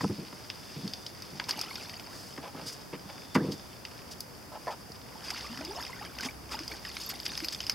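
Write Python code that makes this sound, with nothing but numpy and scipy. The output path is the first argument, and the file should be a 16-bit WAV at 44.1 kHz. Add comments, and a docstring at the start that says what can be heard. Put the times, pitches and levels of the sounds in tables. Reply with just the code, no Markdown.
"""On calm water by a grassy bank, someone climbs into a small wooden boat and kneels on a seat.
Boots and knees thump the planks and make them ring; rubber soles rub and squeak; jacket and grass
rustle. The rocking sloshes the water in the bottom of the boat, where trapped bubbles ring and
gurgle, then a bailer scoops it up and drips. Light wind, a far hush and a faint whistle lie behind."""
import sys
import numpy as np
from scipy import signal
from scipy.fft import rfft, irfft, next_fast_len
from scipy.io import wavfile
from scipy.ndimage import uniform_filter1d

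SR = 44100
rng = np.random.default_rng(int(sys.argv[2]) if len(sys.argv) > 2 else 0)


def bounce(signal):
    """Save signal as a 16-bit WAV file at the path given by the first command-line argument."""
    frames = np.transpose(np.atleast_2d(signal))
    limited = np.clip(frames, -1, 1)
    pcm = np.round(limited * 32767).astype(np.int16)
    wavfile.write(sys.argv[1], SR, pcm)


N = 341334
TIME = np.arange(N) / SR

# tone of the outdoor hush: pitch_hz, level_db
HUSH_SPECTRUM = [(25, -30), (40, -11.5), (62, -4), (100, 1), (200, 0.5), (400, -4), (900, -7),
                 (1800, -13.5), (3500, -22), (7000, -24.5), (12000, -21.5), (16000, -26.5)]
# how alike the hush is in both ears: pitch_hz, likeness (0 to 1)
HUSH_LIKENESS = [(40, 0.87), (200, 0.28), (700, 0.34), (2500, 0.25), (5000, 0.68), (8000, 0.065),
                 (15000, 0.061)]
# a far, low drone: time_s, level_db
DRONE_LEVELS = [(0.0, -73), (2.0, -76), (4.4, -69), (6.2, -56), (7.74, -59)]
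# movements that stir jacket and grass: peak_s, build_s, fade_s, level_db
BODY_MOVES = [(.02, 0.088, 1.0, -52), (.8, 0.7, 0.54, -51.5), (1.25, 0.38, 0.3, -59.5),
              (1.62, 0.62, 0.41, -53.5), (1.82, 0.27, 0.17, -54.5), (2.68, 0.17, 0.22, -50),
              (3.12, 0.17, 0.21, -58.5), (3.45, 0.5, 0.6, -56.5), (4.0, 0.77, 0.43, -64),
              (4.63, 0.09, 0.28, -60), (5.3, 0.16, 0.69, -49.5), (5.82, .3, 0.44, -60),
              (6.62, 0.15, 0.93, -54), (7.4, 0.79, 1.4, -55)]
# tone of the rustle: pitch_hz, level_db
RUSTLE_SPECTRUM = [(500, -14), (1200, -5.5), (2500, -0.5), (5000, -3.5), (7500, -11), (11500, -13.5),
                   (15000, -27)]
# brushes of jacket and trousers: start_s, length_s, level_db, lowest_hz
CLOTH_SWISHES = [(.005, 0.051, -51, 1500), (2.09, 0.38, -58.5, 3400), (2.66, 0.064, -48.5, 3870),
                 (2.72, 0.033, -51.5, 3870), (3.515, .04, -51.5, 2980), (4.11, 0.031, -51, 3500),
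                 (4.705, 0.043, -59, 2500)]
# blows on the hull: start_s, level_db, brightness_hz, settle_s, rebound_count
HULL_BLOWS = [(.008, -32, 1660, 0.048, 0), (0.034, -25, 285, 0.089, 0), (.096, -30, 261, .11, 0),
              (.182, -35.5, 330, 0.16, 1), (.327, -42.5, 2010, 0.035, 0), (0.76, -37, 352, 0.22, 0),
              (0.833, -32.5, 237, 0.16, 0), (1.325, -45, 300, .33, 0), (2.377, -39, 1800, 0.09, 0),
              (2.545, -41, 905, 0.12, 3), (2.928, -36, 646, 0.12, 0), (3.05, -45, 306, 0.048, 0),
              (3.352, -21.5, 3460, 0.078, 0), (3.357, -20, 1900, 0.079, 0), (3.368, -26, 465, 0.23, 3),
              (4.893, -44.5, 300, 0.033, 0)]
# notes the planks ring at: pitch_hz, width_hz, level_db
PLANK_RESONANCES = [(149, 35, 0.5), (202.8, 14.3, 2.5), (275, 67, -1), (390, 74, -5), (465, 35, -2.5),
                    (603, 98, -9.5), (806, 310, -10.5), (1060, 150, -6), (1226, 210, -8.5), (1666, 46, -9),
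                    (1826, 140, -12.5), (2530, 1900, -20)]
# boots and hands rubbing on wood: start_s, length_s, level_db, scratch_db (compared with the rub)
WOOD_RUBS = [(0.041, 0.005, -29.5, -10.5), (2.426, 0.084, -46, -5.5), (2.566, 0.083, -49.5, -3),
             (2.927, 0.048, -49, 17), (3.091, 0.026, -47, -1), (4.515, 0.037, -47.5, -12),
             (4.543, 0.043, -44, -11), (4.667, 0.047, -34.5, -25), (4.708, 0.048, -43.5, -6)]
# notes the seat rings at: pitch_hz, width_hz, level_db
SEAT_RESONANCES = [(500, 340, -5.5), (590, 148, 3.5), (840, 66, 4), (1010, 67, 2), (1300, 50, -4.5),
                   (1790, 290, -10.5), (2310, 180, -26)]
# ticks of drops and stems: start_s, crack_db, ring_hz, ring_db (compared with the crack)
SHARP_TICKS = [(.5002, -62, 2750, 16), (.8768, -57.5, 3730, 3.5), (.9352, -55.5, 3600, 6),
               (1.064, -58, 3950, 7.5), (1.221, -58, 2150, -3), (1.398, -69, 1590, 29),
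               (1.44, -63, 3730, 8), (1.492, -48, 1520, 4), (1.509, -48, 3970, 4.5),
               (1.5912, -51, 2700, -1), (1.6126, -49, 3500, -14), (3.5208, -61, 3840, 6),
               (3.851, -65.5, 2780, 16), (4.205, -55, 2760, -37), (4.9182, -63, 1380, -5),
               (5.3037, -57.5, 2040, 9.5), (5.5741, -59, 1970, 7), (5.6485, -56.5, 3400, -2),
               (6.1861, -59, 2640, 9.5), (6.2077, -52, 1650, -2), (6.5903, -55.5, 1520, 4),
               (6.6786, -54.5, 3120, -2), (6.85, -68.5, 1890, 21), (6.9675, -66.5, 2250, 20.5),
               (7.2632, -60.5, 3140, 17), (7.375, -50, 1760, -3), (7.445, -47.5, 2550, 0.5),
               (7.4841, -51, 3590, 5), (7.5472, -56.5, 3600, 7), (7.604, -56.5, 3100, 11.5),
               (7.6662, -52, 3000, 1.5), (7.6963, -42, 2300, 0)]
# a thin whistle far away: start_s, length_s, level_db
WHISTLE_SWELLS = [(.55, 0.99, -65), (3.05, 1, -64)]
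# the loudest bubbles and tinkling drops: start_s, pitch_hz, level_db
LOUD_BUBBLES = [(1.417, 940, -36.5), (1.487, 940, -29.5), (1.709, 2120, -34), (5.155, 837, -37.5),
                (5.445, 1126, -35.5), (5.608, 613, -32), (5.61, 270, -28), (5.708, 837, -33),
                (5.787, 902, -28), (5.895, 995, -34), (5.93, 2000, -34.5), (6.012, 800, -33.5),
                (6.198, 1490, -32), (6.232, 1940, -34), (6.252, 236, -26), (6.258, 788, -34),
                (6.287, 2240, -31.5), (6.543, 850, -27.5), (6.605, 300, -29.5), (6.715, 2200, -32.5),
                (7.062, 11700, -33), (7.091, 12100, -27), (7.424, 306, -28)]
# surges as the boat rocks and the bailer scoops: peak_s, build_s, fade_s, bubbling_db, spray_db
WATER_SURGES = [(1.5, 0.04, .2, -48, -54), (1.58, 0.17, 0.32, -42.5, -55), (1.71, 0.047, 1, -50, -53.5),
                (5.31, 0.26, 1, -46.5, -56.5), (5.62, .15, 0.13, -47.5, -69), (5.81, 0.31, 0.2, -45.5, -51),
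                (6.04, 0.16, 0.095, -44, -56.5), (6.259, .15, 0.074, -41, -46.5),
                (6.535, .05, 0.12, -40.5, -52), (6.72, 0.053, 0.076, -43, -51.5),
                (6.86, 0.046, .2, -49, -52), (6.97, .12, 0.57, -57, -49), (7.11, 0.05, 0.23, -48, -55),
                (7.28, 0.038, 0.31, -49.5, -47.5), (7.43, 0.12, 0.59, -58, -51.5),
                (7.7, .05, 0.24, -52, -50)]
# how loud a bubble is at each pitch: pitch_hz, level_db
BUBBLE_LEVELS = [(220, 7.5), (500, -4), (900, 6), (1800, 5), (3000, 4.5), (5000, -7.5)]
# the same for the tiny bubbles of the spray: pitch_hz, level_db
SPRAY_LEVELS = [(2500, -6), (4000, 5.5), (6500, 0.5), (9500, -3), (12400, 8), (15000, -38)]
# tone of the water's fizz: pitch_hz, level_db
FIZZ_SPECTRUM = [(300, 6), (900, -11), (2500, 5.5), (5000, -1.5), (8000, -7), (12500, -4.5), (15000, -15)]
# short noisy bursts (slaps of water, and a swish just before the heavy thump):
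# start_s, length_s, level_db, lowest_hz
NOISY_BURSTS = [(1.485, 0.03, -40.5, 900), (1.612, 0.013, -46, 2500), (3.345, 0.027, -42.5, 2360),
                (5.24, 0.054, -52, 1500), (5.303, 0.016, -43.5, 1790), (6.227, 0.019, -45.5, 1500),
                (6.243, 0.042, -43.5, 218), (6.51, .05, -45, 400), (6.995, 0.091, -52, 2200),
                (7.093, 0.032, -43, 1500), (7.252, 0.023, -43, 1990), (7.523, .022, -42.5, 1800)]
# wet rubber squeaks, one list of points each: time_s, pitch_hz, level_db
SQUEAK_PATHS = [
    [(2.07, 936, -52), (2.11, 1120, -51), (2.16, 2180, -58)],
    [(3.38, 1050, -46), (3.395, 1490, -43), (3.408, 1770, -45), (3.424, 2150, -58)],
]
# pitches the microphone boosts or weakens: pitch_hz, width_hz, gain_db
MICROPHONE_BANDS = [(4043, 107, -18.5), (4940, 1290, 13.5), (6290, 125, 5), (12600, 700, -3)]


def from_db(db):
    """Turn decibels into a number to multiply by."""
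    return 10 ** (np.asarray(db) / 20)


def rms_one(x):
    """Scale a sound so that its average strength (rms) is 1."""
    return x / np.sqrt(np.mean(x ** 2) + 1e-20)


def in_time(rows):
    """Join timed points with straight lines, one curve per column."""
    times, *columns = np.transpose(rows)
    return [np.interp(TIME, times, column) for column in columns]


def at_hz(points, hz):
    """Read a table between its listed pitches."""
    pitches, values = np.transpose(points)
    return np.interp(np.log(hz + 1e-9), np.log(pitches), values)


def coloured(x, spectrum):
    """Give a steady sound a tone, at strength 1."""
    size = next_fast_len(N)
    gains = from_db(at_hz(spectrum, np.fft.rfftfreq(size, 1 / SR)))
    return rms_one(irfft(rfft(x, size) * gains, size)[..., :N])


def keep_side(x, hz, side, order=2):
    """Keep the "low" or "high" side of a pitch."""
    return signal.lfilter(*signal.butter(order, min(hz, SR / 2 - 1), side, fs=SR), x)


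def resonate(x, resonances):
    """Make a sound ring at several pitches, added with alternating signs."""
    out = 0
    for k, (hz, width, db) in enumerate(resonances):
        r = np.exp(-np.pi * width / SR)
        ring = signal.lfilter([1, 0, -1], [1, -2 * r * np.cos(2 * np.pi * hz / SR), r * r], x)
        out = out + (-1) ** k * from_db(db) * (1 - r * r) / 2 * ring
    return out


def drift(per_s):
    """A random wander of strength 1."""
    points = rng.standard_normal(4096)
    return rms_one(np.interp(TIME * per_s, np.arange(len(points)), points))


def dying(t, fade_s):
    """A fade that drops 60 dB every fade_s."""
    return np.exp(-np.log(1000) * t / fade_s)


def stroke(t, length):
    """A swell that rises fast and falls slowly."""
    return np.sin(np.pi * np.sqrt(np.clip(t / length, 0, 1)))


def swells(peaks, builds, fades, levels_db):
    """A loudness curve: each swell rises 20 dB in its build time and drops 20 dB in its fade time."""
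    power, t = 1e-12, TIME[::32]
    for peak, build, fade, db in zip(peaks, builds, fades, levels_db):
        away = np.minimum(np.maximum((peak - t) / build, (t - peak) / fade), 10)
        power = power + from_db(db - 20 * away) ** 2
    return np.interp(TIME, t, np.sqrt(power))


def add(out, start_s, sound):
    """Mix a sound in at its start time."""
    i = int(np.clip(start_s * SR, 0, N - 1))
    out[i:i + len(sound)] += sound[:N - i]


def even_out(x, samples):
    """Hold a sound's running level steady."""
    return x / np.sqrt(np.abs(uniform_filter1d(x ** 2, size=samples)) + 1e-6)


def crackle(spectrum, per_s, spread_db, flutter_db):
    """Tiny random clicks in nine pitch bands; each band flickers by itself."""
    out = 0
    for hz in np.geomspace(400, 14000, num=9):
        sizes = from_db(spread_db * np.minimum(rng.exponential(1, N), 4)) * rng.choice([-1, 1], N)
        clicks = even_out(sizes * (rng.random(N) < per_s / SR), samples=4000)
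        band = rms_one(resonate(clicks, [(hz, hz / 2, 0)]))
        out = out + np.sqrt(hz) * band * from_db(flutter_db * drift(60))
    return coloured(out, spectrum)


def bursts(rows, roughness_db, top_hz):
    """Short swells of grainy noise."""
    out, t = np.zeros(N), TIME[:SR // 3]
    for start, length, db, low_hz in rows:
        sizes = from_db(roughness_db * np.clip(rng.standard_normal(len(t)), -2, 2))
        burst = rng.standard_normal(len(t)) * sizes * stroke(t, length)
        sound = keep_side(keep_side(burst, low_hz, "high"), top_hz, "low", order=1)
        add(out, start, from_db(db) * sound / np.sqrt(np.sum(sound ** 2) / (length * SR)))
    return out


def air(breeze_db=-50, gust_db=0.45, hiss_db=-49):
    """A wide outdoor hush, whose low part moves with the breeze, over a far drone."""
    hz = np.geomspace(20, SR / 2, num=60)
    alike, colour = np.clip(at_hz(HUSH_LIKENESS, hz), 0, .99), at_hz(HUSH_SPECTRUM, hz)
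    # both ears share "mid"; "side" is added to one ear and taken from the other
    mid_db, side_db = colour + 10 * np.log10(1 + alike), colour + 10 * np.log10(1 - alike)
    width = np.sqrt(np.sum(hz * from_db(side_db) ** 2) / np.sum(hz * from_db(mid_db) ** 2))
    mid, side = (coloured(rng.standard_normal(N), np.c_[hz, db]) for db in (mid_db, side_db))
    hush = mid + width * side * np.array([[1], [-1]])
    low = keep_side(hush, 3500, "low", order=1)
    breeze = low * from_db(breeze_db + gust_db * drift(per_s=13))
    drone = rms_one(keep_side(resonate(rng.standard_normal(N), [(63, 6.4, 0)]), 180, "low"))
    return breeze + from_db(hiss_db) * (hush - low) + from_db(in_time(DRONE_LEVELS)[0]) * drone


def rustle():
    """Cloth and dry stems give dense, tiny crackles with each movement."""
    movement = swells(*np.transpose(BODY_MOVES))
    return movement * crackle(RUSTLE_SPECTRUM, per_s=3000, spread_db=5, flutter_db=3.5)


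def swishes():
    """Cloth slides over cloth with a short, fine hiss."""
    return bursts(CLOTH_SWISHES, roughness_db=3, top_hz=4500)


def blows(gap_s=.037, first_drop_db=4, next_drop_db=.7):
    """List each blow and its rebounds: loose boards bounce at an even pace, weaker each time."""
    for start, db, bright_hz, settle_s, rebounds in HULL_BLOWS:
        yield start, db, bright_hz, settle_s
        for k in range(round(rebounds)):
            yield start + (k + 1) * gap_s, db - first_drop_db - k * next_drop_db, bright_hz, settle_s


def knocks():
    """Each blow is a push, then loose boards and oars chatter on the ringing planks."""
    out, t = np.zeros(N), TIME[:SR // 2]
    for start, db, bright_hz, settle_s in blows():
        force = 0.22 * rng.standard_normal(len(t)) * dying(t, settle_s)
        force[0] += 2.2  # the push
        softened = keep_side(force, bright_hz, "low") + 5e-6 * bright_hz * force
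        sound = keep_side(resonate(softened, PLANK_RESONANCES), 89, "high", order=4)
        loudest = np.sqrt(uniform_filter1d(sound ** 2, size=660).max())
        add(out, start, from_db(db) * sound / loudest)
    return out


def rubs(slips_per_s=110.4, grit=1.15):
    """Rubber sticks and slips unevenly on the seat, with sand scratching under it."""
    out, t = np.zeros(N), TIME[:SR // 5]
    for start, length, db, scratch_db in WOOD_RUBS:
        slips = np.cumsum(slips_per_s * (1 + 7 * rng.standard_normal(len(t)))) / SR
        force = dying(slips % 1, 6.0) * (1 + grit * rng.standard_normal(len(t))) * stroke(t, length)
        scratch = keep_side(keep_side(force, 1540, "high"), 2400, "low", order=3)
        seat = keep_side(resonate(force, SEAT_RESONANCES), 290, "high")
        sound = rms_one(seat) + from_db(scratch_db) * rms_one(scratch)
        add(out, start, from_db(db) * sound / np.sqrt(np.sum(sound ** 2) / (length * SR)))
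    return out


def drips(spray, per_s=20, idle_db=-62, low_hz=1525, high_hz=3700):
    """List stray drops as ticks: they follow the spray's level, and the wet hull drips faintly on."""
    when, size, pitch, ring = rng.random((400, 4))[:int(per_s * N / SR)].T
    spray_db = 20 * np.log10(spray[(when * N).astype(int)] + from_db(idle_db))
    crack_db = spray_db - 14.5 + 4 * (2 * size - 1)
    ring_hz = low_hz * (high_hz / low_hz) ** pitch
    ring_db = 8.5 + 4 * (2 * ring - 1)
    return list(zip(when * N / SR, crack_db, ring_hz, ring_db))


def ticks(rows, rise_s=0.0022, fade_s=0.011, spatter_s=0.094):
    """A drop or stem cracks and faintly spatters, with a brief ring below and a fine snap above."""
    out, t = np.zeros(N), TIME[:SR // 16]
    impact = (dying(t, fade_s) + 0.14 * dying(t, spatter_s)) * (1 - dying(t, rise_s))
    for (start, db, hz, ring_db), signs in zip(rows, rng.choice([-1, 1], (len(rows), len(t)))):
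        noise = signs * impact
        crack = rms_one(keep_side(keep_side(noise, 5370, "high", order=4), 4510, "low", order=6))
        tone = 3 * np.sin(2 * np.pi * hz * t) * dying(t, .03)
        body = rms_one(keep_side(resonate(noise, [(hz, 1300, 0)]), 3840, "low"))
        ring = rms_one(body + tone)
        snap = rms_one(keep_side(keep_side(noise, 15000, "high"), 12000, "low", order=4))
        snap_db = -7 - 0.29 * ring_db  # the more ring, the less snap
        add(out, start, from_db(db) * (crack + from_db(ring_db) * ring + from_db(snap_db) * snap))
    return out


def whistle(pitch_hz=3520, width_hz=140):
    """A thin, unsteady tone far away swells and fades."""
    band = [(pitch_hz, width_hz, 0)]
    tone = rms_one(resonate(resonate(rng.standard_normal(N), band), band))
    return tone * sum(from_db(db) * stroke(TIME - start, length) for start, length, db in WHISTLE_SWELLS)


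def bubble(hz, fade_s, rise):
    """A bubble rings and climbs in pitch as it nears the surface."""
    t = TIME[:int(fade_s * SR) + 2]
    tone = np.sin(2 * np.pi * hz * t * (1 + rise * t / fade_s / 2))
    return tone * dying(t, fade_s) * (1 - np.exp(-t * hz))


def plops():
    """Single bubbles stand out of the sloshing; big, low ones ring longest."""
    out = np.zeros(N)
    for start, hz, db in LOUD_BUBBLES:
        add(out, start, from_db(db) * bubble(hz, fade_s=0.054 * (hz / 1000) ** -0.23, rise=0.31))
    return out


def bubbling(levels, cycles_at_1khz, count, spread_db=5):
    """A steady swarm of bubbles of every size; the small, high ones die soonest."""
    out, low_hz, high_hz = np.zeros(N), levels[0][0], levels[-1][0]
    for when, pitch, life, softness in rng.random((count, 4)):
        hz = low_hz * (high_hz / low_hz) ** (pitch ** 0.806)
        db = at_hz(levels, hz) - spread_db * np.log(softness + .04)
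        fade_s = cycles_at_1khz * (.5 + life) / np.sqrt(hz * 1000)
        add(out, when * N / SR, from_db(db) * bubble(hz, fade_s, rise=300 / (hz + 700)))
    return even_out(out, samples=2600)


def slosh(churn, spray, fizz_db=-7.5):
    """Each surge of water traps bubbles and throws tinkling spray over a fine fizz."""
    swarm = bubbling(BUBBLE_LEVELS, cycles_at_1khz=22.5, count=8000)
    tinkle = bubbling(SPRAY_LEVELS, cycles_at_1khz=42, count=6500)
    fizz = crackle(FIZZ_SPECTRUM, per_s=1000, spread_db=4.5, flutter_db=4)
    return churn * swarm + spray * (tinkle + from_db(fizz_db) * fizz)


def slaps_and_swish():
    """Short, coarse bursts of noise: slaps of water, and a swish just before the heavy thump."""
    return bursts(NOISY_BURSTS, roughness_db=-4.5, top_hz=3060)


def glide(path, waver):
    """A wavering tone follows points of time_s, pitch_hz, level_db."""
    hz, db = in_time(path)
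    sounding = (TIME > path[0][0]) & (TIME < path[-1][0])
    level = sounding * from_db(db + 0.68 * drift(150))
    wavering_hz = hz * (1 + waver * drift(200))
    return level * np.sin(2 * np.pi * np.cumsum(wavering_hz) / SR)


def squeaks():
    """Wet rubber slides on the seat with a rising squeak."""
    return sum(glide(path, waver=0.011) for path in SQUEAK_PATHS)


def gurgle(start_s=5.497, gone_s=5.815, start_hz=223.3, glugs_per_s=11.24):
    """An air pocket squeezed under the boards glugs, and its pitch soars as it shrinks."""
    air_left = np.linspace(1, .03, num=80)
    age = (1 - air_left) * (gone_s - start_s)
    hz = start_hz / air_left ** .55
    db = -45 + 7 * np.sin(2 * np.pi * glugs_per_s * age)
    return glide(np.c_[start_s + age, hz, db], waver=0.046)


def echoes(x, fade_s, echo_db):
    """Add the brief scatter from hull and bank, different at each ear."""
    t = TIME[:SR // 3]
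    tails = rng.standard_normal((2, len(t))) * dying(t, fade_s) * (t > .001)
    tails /= np.sqrt(np.sum(tails ** 2, axis=1, keepdims=True))
    return x + from_db(echo_db) * signal.fftconvolve(x[None], tails, axes=1)[:, :N]


def scene():
    """Wood, water and cloth in the open air."""
    peak, build, fade, bubbling_db, spray_db = np.transpose(WATER_SURGES)
    churn, spray = swells(peak, build, fade, bubbling_db), swells(peak, build, fade, spray_db)
    wood = knocks() + rubs() + squeaks()
    water_and_swish = slosh(churn, spray) + slaps_and_swish() + plops() + gurgle()
    cloth = swishes() + rustle()
    far = air() + whistle()
    drops_and_stems = ticks(SHARP_TICKS + drips(spray))
    return (far + echoes(wood, fade_s=0.076, echo_db=-30)
            + echoes(water_and_swish + cloth + drops_and_stems, fade_s=0.15, echo_db=-17.5))


def record(dry, top_hz=15800):
    """The small microphone's opening rings in the treble; the very top is cut."""
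    out = dry
    for hz, width, db in MICROPHONE_BANDS:
        angle, gain = 2 * np.pi * hz / SR, np.sqrt(from_db(db))
        damping = np.sin(angle) * width / hz / 2 * np.array([1, 0, -1])
        ring = np.array([1, -2 * np.cos(angle), 1])
        out = signal.lfilter(ring + damping * gain, ring + damping / gain, out)
    return signal.sosfilt(signal.ellip(10, .1, 70, top_hz, fs=SR, output="sos"), out)


dry = scene()
out = record(dry)
bounce(out)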